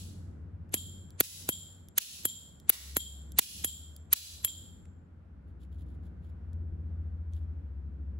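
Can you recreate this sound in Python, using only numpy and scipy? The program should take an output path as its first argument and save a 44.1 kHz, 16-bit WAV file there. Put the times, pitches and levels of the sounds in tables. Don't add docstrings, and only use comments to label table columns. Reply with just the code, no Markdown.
import sys
import numpy as np
from scipy import signal
from scipy.fft import rfft, irfft, next_fast_len
from scipy.io import wavfile
from scipy.ndimage import map_coordinates

SR = 44100
rng = np.random.default_rng(int(sys.argv[2]) if len(sys.argv) > 2 else 0)


def dump_mix(stems):
    frames = np.atleast_2d(stems).T
    limited = np.clip(frames, -1, 1)
    pcm = np.round(limited * 32767).astype(np.int16)
    wavfile.write(sys.argv[1], SR, pcm)


def undo_db(level):
    steps = np.asarray(level, float) / 20
    return 10 ** steps


N = 361179
TIME_S = np.arange(N) / SR
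BLOW_S = np.arange(SR // 4) / SR
LEAD_S = 0.03

# time in seconds, nearness in dB.
TRAFFIC_S_DB = [(0.0, -55.5), (1.09, -59), (1.16, -59), (2.96, -64.5), (3.17, -60), (3.49, -58),
                (3.81, -61.5), (4.31, -65), (4.61, -59.5), (5.29, -64), (5.77, -58), (8.19, -57.5)]
# frequency in Hz, level in dB per Hz.
RUMBLE_HZ_DB = [(15, -43), (25, -14.5), (59, -8.5), (87, -2), (118, -14), (155, -7), (233, -14), (330, -19),
                (413, -26.5), (900, -46), (1170, -82.5), (1980, -120)]
# frequency in Hz, level in dB per Hz.
HUSH_HZ_DB = [(290, -18), (500, -5.5), (523, -7.5), (745, -11.5), (1130, -15), (1450, -13), (1830, -19.5),
              (3020, -30), (4850, -38.5), (8880, -46), (12300, -46), (12600, -55), (17000, -56)]
# frequency in Hz, correlation from 0 to 1.
ALIKE_HZ = [(60, 0.75), (180, 0.92), (550, 0.13), (1650, 0.05), (4970, 0.073), (15000, 0.4)]
RUMBLE_DB, HUSH_DB = 5.5, -70.5
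HUSH_FOLLOWS = 0.26

# frequency at the start in Hz, glide in Hz per second.
GLIDES_HZ = [(90, 0.07), (73.1, 2), (101, 3.5), (68.2, 1), (73.7, 4), (84.7, 0.87), (84.5, -2.5),
             (82.77, -1), (64.9, 1.15), (49.4, 1.33)]
# time in seconds, level in dB rms.
SWELLS_S_DB = [
    [(0, -44), (1.9, -55), (2.1, -83)],
    [(0, -60.5), (.6, -48), (.9, -67)],
    [(.2, -66), (.55, -50), (1.2, -71)],
    [(2.75, -51), (2.9, -43.5), (3.35, -45.5), (3.5, -55)],
    [(3.55, -46), (5.3, -65.5), (5.7, -51), (6.35, -42.5)],
    [(3.5, -63), (4.15, -53), (4.45, -55.5), (4.8, -49.5), (5.35, -53.5), (5.9, -47.5), (6.35, -57)],
    [(6.35, -54), (6.55, -36), (7.55, -36.5), (7.7, -47)],
    [(7.7, -46.5), (8.19, -46)],
    [(4.3, -55.5), (5.05, -63.5), (5.65, -45), (6.55, -44.5), (7.15, -42), (7.5, -38.5), (8.19, -39.5)],
    [(5.3, -59.5), (8.19, -58)],
]

# time in seconds, crack peak, clack, knock and thump in dB.
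OPENS_S_DB = [
    (0.7416, -10.5, -19, -42, -20.5),
    (1.4903, -8.5, -22, -25, -18.5),
    (2.2537, -5, -27, -28, -26),
    (2.9677, -8.5, -23, -22.5, -20.5),
    (3.6458, -12.5, -24, -39, -28),
    (4.4477, -6, -25, -37.5, -43.5),
]
# time in seconds, crack peak in dB, clack in dB, shell ring t60 in seconds.
RIMS_S_DB = [
    (1.2026, -7, -31, 0.02),
    (1.979, -10.5, -30, 0.025),
    (2.6941, -5, -33.5, 0.039),
    (2.701, -16.5, -28.5, .007),
    (3.387, -7.5, -25.5, 0.022),
    (4.129, -5.5, -21, 0.029),
]
# time in seconds, crack peak, force, knock and thump in dB.
SEATS_S_DB = [
    (1.2073, -7.5, -17.5, -13.5, -16.5),
    (1.9831, -8, -18, -26, -48),
    (2.6987, -5.5, -21, -24, -28.5),
    (3.3915, -6.5, -17, -30.5, -24),
    (4.1339, -6.5, -19.5, -48.5, -59),
]
# time in seconds, force in dB.
EARLIER_S_DB = (-.12, -28.5)
# time in seconds, peak in dB, body under 2.5 kHz
# and treble over 9 kHz in dB against the middle.
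TICKS_S_DB = [(.693, -60.5, 8, 1), (0.765, -43.5, 15, -12), (1.1052, -46, -13, 0), (1.8857, -44.5, -8, 3.5),
              (2.6, -46, -10, -1), (3.3203, -40, -16, 3), (3.9643, -40, -25.5, 5.5), (4.477, -44, 22, -20),
              (4.855, -53.5, 14, -10), (5.6499, -67, 20, -6), (6.5319, -58.5, -12, -1),
              (6.805, -75.5, -0.5, -6), (7.07, -75.5, -2.5, -7), (7.335, -55.5, -5, -15)]
# frequency in Hz, level in dB per Hz.
TICK_HZ_DB = [(700, -16), (1500, -10), (3300, -0.5), (6000, -2), (8500, 2.5), (11500, 2.5), (16000, -8.5)]

LID_HZ = [3220, 3420, 4050, 7190, 7330, 8410, 10212, 11577, 12900, 15580]
# level in dB, t60 in seconds, level toward the walls in dB, width there in Hz.
LID_MODES = [(-23.5, 0.3, 5.5, 86), (-14.5, 0.019, -6.5, 290), (-17, 0.016, -17.5, 200),
             (-6.5, 0.021, -1, 100), (-9.5, 0.055, 7.5, 170), (-3, 0.025, -22, 120), (-8.5, 0.083, -2, 100),
             (-4.5, 0.09, -3, 100), (-24.5, 0.027, -5.5, 400), (-17.5, .06, -16.5, 450)]
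# frequency in Hz, width in Hz, level in dB.
CASE_HZ_DB = [(8490, 1500, -18.5), (10380, 870, -4), (12595, 900, -7), (14230, 1300, -2.5),
              (15316, 800, -1)]
# frequency in Hz, level in dB per Hz.
CLACK_HZ_DB = [(470, -23), (800, -13), (2050, -9.5), (2860, -6), (3140, -7), (4190, -6.5), (5490, -13),
               (6280, -5), (9500, -5), (12400, -35.5), (20900, -120)]
# frequency in Hz, level in dB.
RIGHT_HZ_DB = [(300, -1), (1200, 0), (2200, 5), (5500, 4), (7500, 1), (9000, 0)]
SHELL_HZ = 11590
RING_DB, OPEN_WALLS_DB, OPEN_DUCK_DB = -22, -30.5, 2.5
SEAT_CLACK_DB, SEAT_T60_S, OPEN_T60_S = 3, 0.0084, 0.0038
LIFT_S, LIFT_DB = 0.019, -43.5
DUCK_FROM_DB = -29.5

# frequency in Hz, level in dB per Hz.
SHUT_WALLS_HZ_DB = [(1200, -10), (2280, -3.5), (2420, -9.5), (3300, -5.5), (7900, -7), (10000, -4.5),
                    (12200, -8.5), (14500, -10.5), (15700, -7.5)]
# frequency in Hz, level in dB per Hz.
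OPEN_WALLS_HZ_DB = [(1200, -33.5), (2950, -35.5), (3500, -10), (6400, -26.5), (8200, -17.5), (10000, -19),
                    (12000, -17), (15500, -17.5)]
# frequency in Hz, t60 in seconds.
ROOM_HZ_S = [(1000, 0.53), (3000, 0.72), (7000, 0.8), (12000, 0.66), (16000, .55)]
# frequency in Hz, level in dB.
HOLLOWS_HZ_DB = [(8300, 0), (8550, -40), (9500, -40), (9700, 0), (12250, 0), (12500, -22), (13200, -22),
                 (13400, -40), (14300, -34), (14600, 0), (15800, 0), (16000, -55)]
LOOSE_S = 2.7
FIST_DB, LOOSE_DB = 13.5, 4.5

# time of full contact in seconds, hold in seconds, level in dB.
RUBS_S_DB = [
    (5.476, .03, -87),
    (5.612, 0.026, -75),
    (5.724, 0.032, -79.5),
    (5.785, 0.035, -76),
    (5.868, 0.084, -81.5),
    (6.036, 0.037, -78.5),
    (6.23, 0.069, -80),
    (7.33, 0.053, -74.5),
    (7.41, .03, -89),
]
# frequency in Hz, level in dB per Hz.
SKIN_HZ_DB = [(1180, -40.5), (2000, -20), (3250, 1), (5770, -14.5), (7590, -9.5), (8660, -31.5),
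              (10600, -3.5), (13500, -25), (15600, -7.5), (16500, -38)]
RUB_ATTACK_S, RUB_RELEASE_S = 0.05, 0.1


def unit(x):
    return x / np.sqrt(np.mean(x ** 2) + 1e-20)


def along(points, hz):
    f, v = np.transpose(points)
    return np.interp(np.log(hz + 1), np.log(f + 1), v)


def curve(rows):
    s, value = np.transpose(rows)
    return np.interp(TIME_S, s, value)


def wobble(rate_hz):
    knots = rng.standard_normal(int(N * rate_hz / SR) + 4)
    return map_coordinates(knots, [np.arange(N) * rate_hz / SR])


def filtered(x, response):
    n = x.shape[-1]
    m = next_fast_len(n + 8192)
    return irfft(rfft(x, m) * response(np.fft.rfftfreq(m, 1 / SR)), m)[..., :n]


def add(x, s, sound):
    i = round(s * SR)
    part = sound[..., max(-i, 0):x.shape[-1] - i]
    x[..., max(i, 0):max(i, 0) + part.shape[-1]] += part


def peaks(modes, hz):
    return np.sqrt(sum(undo_db(db) ** 2 / (1 + (2 * (hz - c) / w) ** 2) ** 1.455 for c, db, w in modes))


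def burst(rise_s, t60_s, channels=1):
    decay = np.maximum((LEAD_S - BLOW_S) / rise_s, (BLOW_S - LEAD_S) / t60_s)
    return rng.standard_normal((channels, len(BLOW_S))) * undo_db(-60 * decay)


def snaps():
    shut = [EARLIER_S_DB, *[(s - 0.003, force_db) for s, _, force_db, *_ in SEATS_S_DB]]
    opened = [(s, OPEN_WALLS_DB, 1, OPEN_DUCK_DB) for s, *_ in OPENS_S_DB]
    return opened + [(s, db, 0, db - DUCK_FROM_DB) for s, db in shut]


def rush(spectrum):
    def mid_side(hz):
        turn = np.arccos(np.clip(along(ALIKE_HZ, hz), -1, 1)) / 2
        return undo_db(along(spectrum, hz)) * [np.cos(turn), np.sin(turn)]

    mid, side = filtered(rng.standard_normal((2, N)), mid_side)
    return unit(np.array([mid + side, mid - side]))


def air():
    near_db = curve(TRAFFIC_S_DB)
    rumble_db = near_db + RUMBLE_DB + 1.7 * wobble(7)
    hush_db = HUSH_DB + HUSH_FOLLOWS * (near_db - near_db.mean()) + 0.75 * wobble(4)
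    return undo_db(rumble_db) * rush(RUMBLE_HZ_DB) + undo_db(hush_db) * rush(HUSH_HZ_DB)


def engine():
    tone = np.zeros(N)
    for (hz, glide), rows in zip(GLIDES_HZ, SWELLS_S_DB):
        start, end = rows[0][0], rows[-1][0]
        swell_db = curve([(start - 0.05, -110), *rows, (end + 0.054, -110)])
        t = TIME_S - start
        level = undo_db(swell_db) * undo_db(-0.5 + 1.3 * wobble(7.3))
        tone += level * np.sin(2 * np.pi * (hz + glide * t / 2) * t + 0.1 * wobble(4.1))
    return tone * undo_db([[0.9], [-0.9]])


def wall_colour(s, free):
    if free:
        ring = [(hz, wall_db, width) for hz, (_, _, wall_db, width) in zip(LID_HZ, LID_MODES)]
        return lambda f: np.hypot(peaks(ring, f), undo_db(along(OPEN_WALLS_HZ_DB, f))) * 2
    held_db = LOOSE_DB if abs(s - LOOSE_S) < 0.1 else FIST_DB
    return lambda f: undo_db(along(SHUT_WALLS_HZ_DB, f) - np.interp(f, [2330, 2400], [held_db, 0]))


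def room():
    out = np.zeros((2, N))
    for s, db, free, _ in snaps():
        hz, t, z = signal.stft(rng.standard_normal((2, SR)), SR, nperseg=256)
        arrive = np.interp(t, [0, 0.014, 0.024, 0.036, 0.065], [0, 0.3, 0.5, 1.35, 1])
        decay = undo_db(-60 * t / along(ROOM_HZ_S, hz)[:, None] - 22 * t ** 2)
        tail = signal.istft(z * arrive * decay, SR, nperseg=256)[1]
        colour = wall_colour(s, free)
        grain = rng.standard_normal(160)
        knots_hz = np.linspace(0, SR / 2, len(grain))
        streaks = lambda f: undo_db(2.2 * (1 - free) * np.interp(f, knots_hz, grain))
        heard = filtered(tail, lambda f: colour(f) * streaks(f) * undo_db(along(HOLLOWS_HZ_DB, f)))
        add(out, s, undo_db(db - 3) * heard)
    return out


def tick(peak_db, body_db, treble_db):
    tilt = [(2700, body_db), (3100, 0.0036), (8500, 0.0039), (9500, treble_db)]
    click = filtered(burst(0.0006, 0.0088), lambda hz: undo_db(along(TICK_HZ_DB, hz)) * undo_db(along(tilt, hz)))
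    return undo_db(peak_db + 3.5) * click / np.abs(click).max()


def lift():
    fade = undo_db(LIFT_DB + rng.normal(0, 3) - 60 * BLOW_S / 0.027)
    return fade * (1 - np.exp(-BLOW_S / 0.001)) * np.sin(2 * np.pi * SHELL_HZ * BLOW_S)


def lid():
    t = BLOW_S - LEAD_S
    ring = np.zeros((2, len(t)))
    for hz, (db, t60_s, *_) in zip(LID_HZ, LID_MODES):
        stir = undo_db(-3 + 60 * t / 0.021) * (hz < 9000)
        swell = np.where(t > 0, undo_db(-60 * t / t60_s), stir)
        phase = (hz < 8000) * rng.uniform(0, 3.8, (2, 1))
        ring += undo_db(db + rng.normal(0, 1)) * swell * np.sin(2 * np.pi * hz * t + phase)
    return ring


def shell(f):
    return sum((-1) ** k * undo_db(db) * 1j * f * w / (c * c - f * f + 1j * f * w)
               for k, (c, w, db) in enumerate(CASE_HZ_DB))


def crack(t, t60_s):
    impulse = np.arange(len(BLOW_S)) == round(LEAD_S * SR)
    strike = impulse + 0.69 * burst(0.00073, 1.1 * t60_s) + 0.0053 * burst(0.02, 0.02)
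    struck = filtered(strike, shell)
    ring = min(t60_s / 0.012, 1) * undo_db(-60 * t / t60_s) * np.sin(2 * np.pi * SHELL_HZ * t)
    return (0.59 * struck / np.abs(struck).max() + 0.64 * ring) * undo_db(-60 * (t / 0.018) ** 2)


def clack():
    trio = burst(0.0031, 0.01, 3) + 0.37 * burst(0.024, 0.045, 3) + 0.15 * burst(0.047, 0.02, 3)
    noise = filtered(1.1 * trio[0] + trio[1:], lambda hz: undo_db(along(CLACK_HZ_DB, hz)))
    return noise / np.abs(noise).max()


def knock(t):
    tones = np.sin(2 * np.pi * 800 * t) + 2.1 * np.sin(2 * np.pi * 1450 * t)
    return undo_db(-60 * t / 0.0035) * (1 - np.exp(-t / 0.00035)) * tones


def thump(t):
    swell = t / 0.0062 * np.exp(1 - t / 0.0018)
    push = np.sin(2 * np.pi * (230 * t + 0.76 * (1 - np.exp(-t / 0.001))))
    return swell * (push - 0.5 * np.sin(2 * np.pi * 110 * t))


def contact(crack_db, clack_db, knock_db, thump_db, t60_s):
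    t = np.maximum(BLOW_S - LEAD_S, 0)
    return (undo_db(crack_db) * crack(t, t60_s) + undo_db(clack_db + 2.5) * clack()
            + undo_db(knock_db) * knock(t) + undo_db(thump_db + 2.5) * thump(t))


def ports(hz):
    tilt_db = along(RIGHT_HZ_DB, hz) / 2
    late_rad = np.interp(hz, [1500, 7000, 17000], [-0.4, 0.67, 14.2])
    return np.array([undo_db(-tilt_db), undo_db(tilt_db) * np.exp(-1j * late_rad)])


def lighter():
    out = np.zeros((2, N))
    for s, *levels_db in TICKS_S_DB:
        add(out, s - LEAD_S, tick(*levels_db))
    for s, *blow_db in OPENS_S_DB:
        add(out, s - LIFT_S, lift())
        add(out, s - LEAD_S, contact(*blow_db, OPEN_T60_S) + undo_db(RING_DB) * lid())
    for s, crack_db, clack_db, t60_s in RIMS_S_DB:
        add(out, s - LEAD_S, contact(crack_db, clack_db, -87, -90.5, t60_s))
    for s, crack_db, force_db, *hand_db in SEATS_S_DB:
        add(out, s - LEAD_S, contact(crack_db, force_db + SEAT_CLACK_DB, *hand_db, SEAT_T60_S))
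    return filtered(out, ports)


def fingers():
    level = np.zeros(N)
    for s, hold_s, db in RUBS_S_DB:
        away = np.maximum((s - TIME_S) / RUB_ATTACK_S, (TIME_S - s - hold_s) / RUB_RELEASE_S)
        level += undo_db(db - 60 * np.maximum(0, away))
    grains = rng.standard_normal((2, N)) * undo_db(3.2 * wobble(250))
    ring = [(hz, db, 120) for hz, (db, *_) in zip(LID_HZ, LID_MODES)]

    def colour(hz):
        brass = np.hypot(undo_db(along(SKIN_HZ_DB, hz)), 1.1 * peaks(ring, hz))
        return brass * undo_db(1.4 * along(HOLLOWS_HZ_DB, hz))

    return level * unit(filtered(grains + 0.2 * grains[::-1], colour))


def scene():
    return air() + engine() + room() + lighter() + fingers()


def band_limit(x):
    return signal.sosfilt(signal.butter(12, 17140, fs=SR, output="sos"), x)


def record(dry):
    duck_db = [db * np.interp(TIME_S - s, [0.007, 0.013, 0.07, 0.21], [0, 1, 1, 0])
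               for s, _, _, db in snaps()]
    band = lambda hz: undo_db(np.interp(hz, [30, 48, 16300, 17100], [-11.5, 1.5, 1.5, -31.0]))
    heard = filtered(dry * undo_db(-np.max(duck_db, axis=0)), band)
    heard = heard / (1 + np.abs(heard / 0.85) ** 6) ** (1 / 6)
    return band_limit(heard)


dry = scene()
out = record(dry)
dump_mix(out)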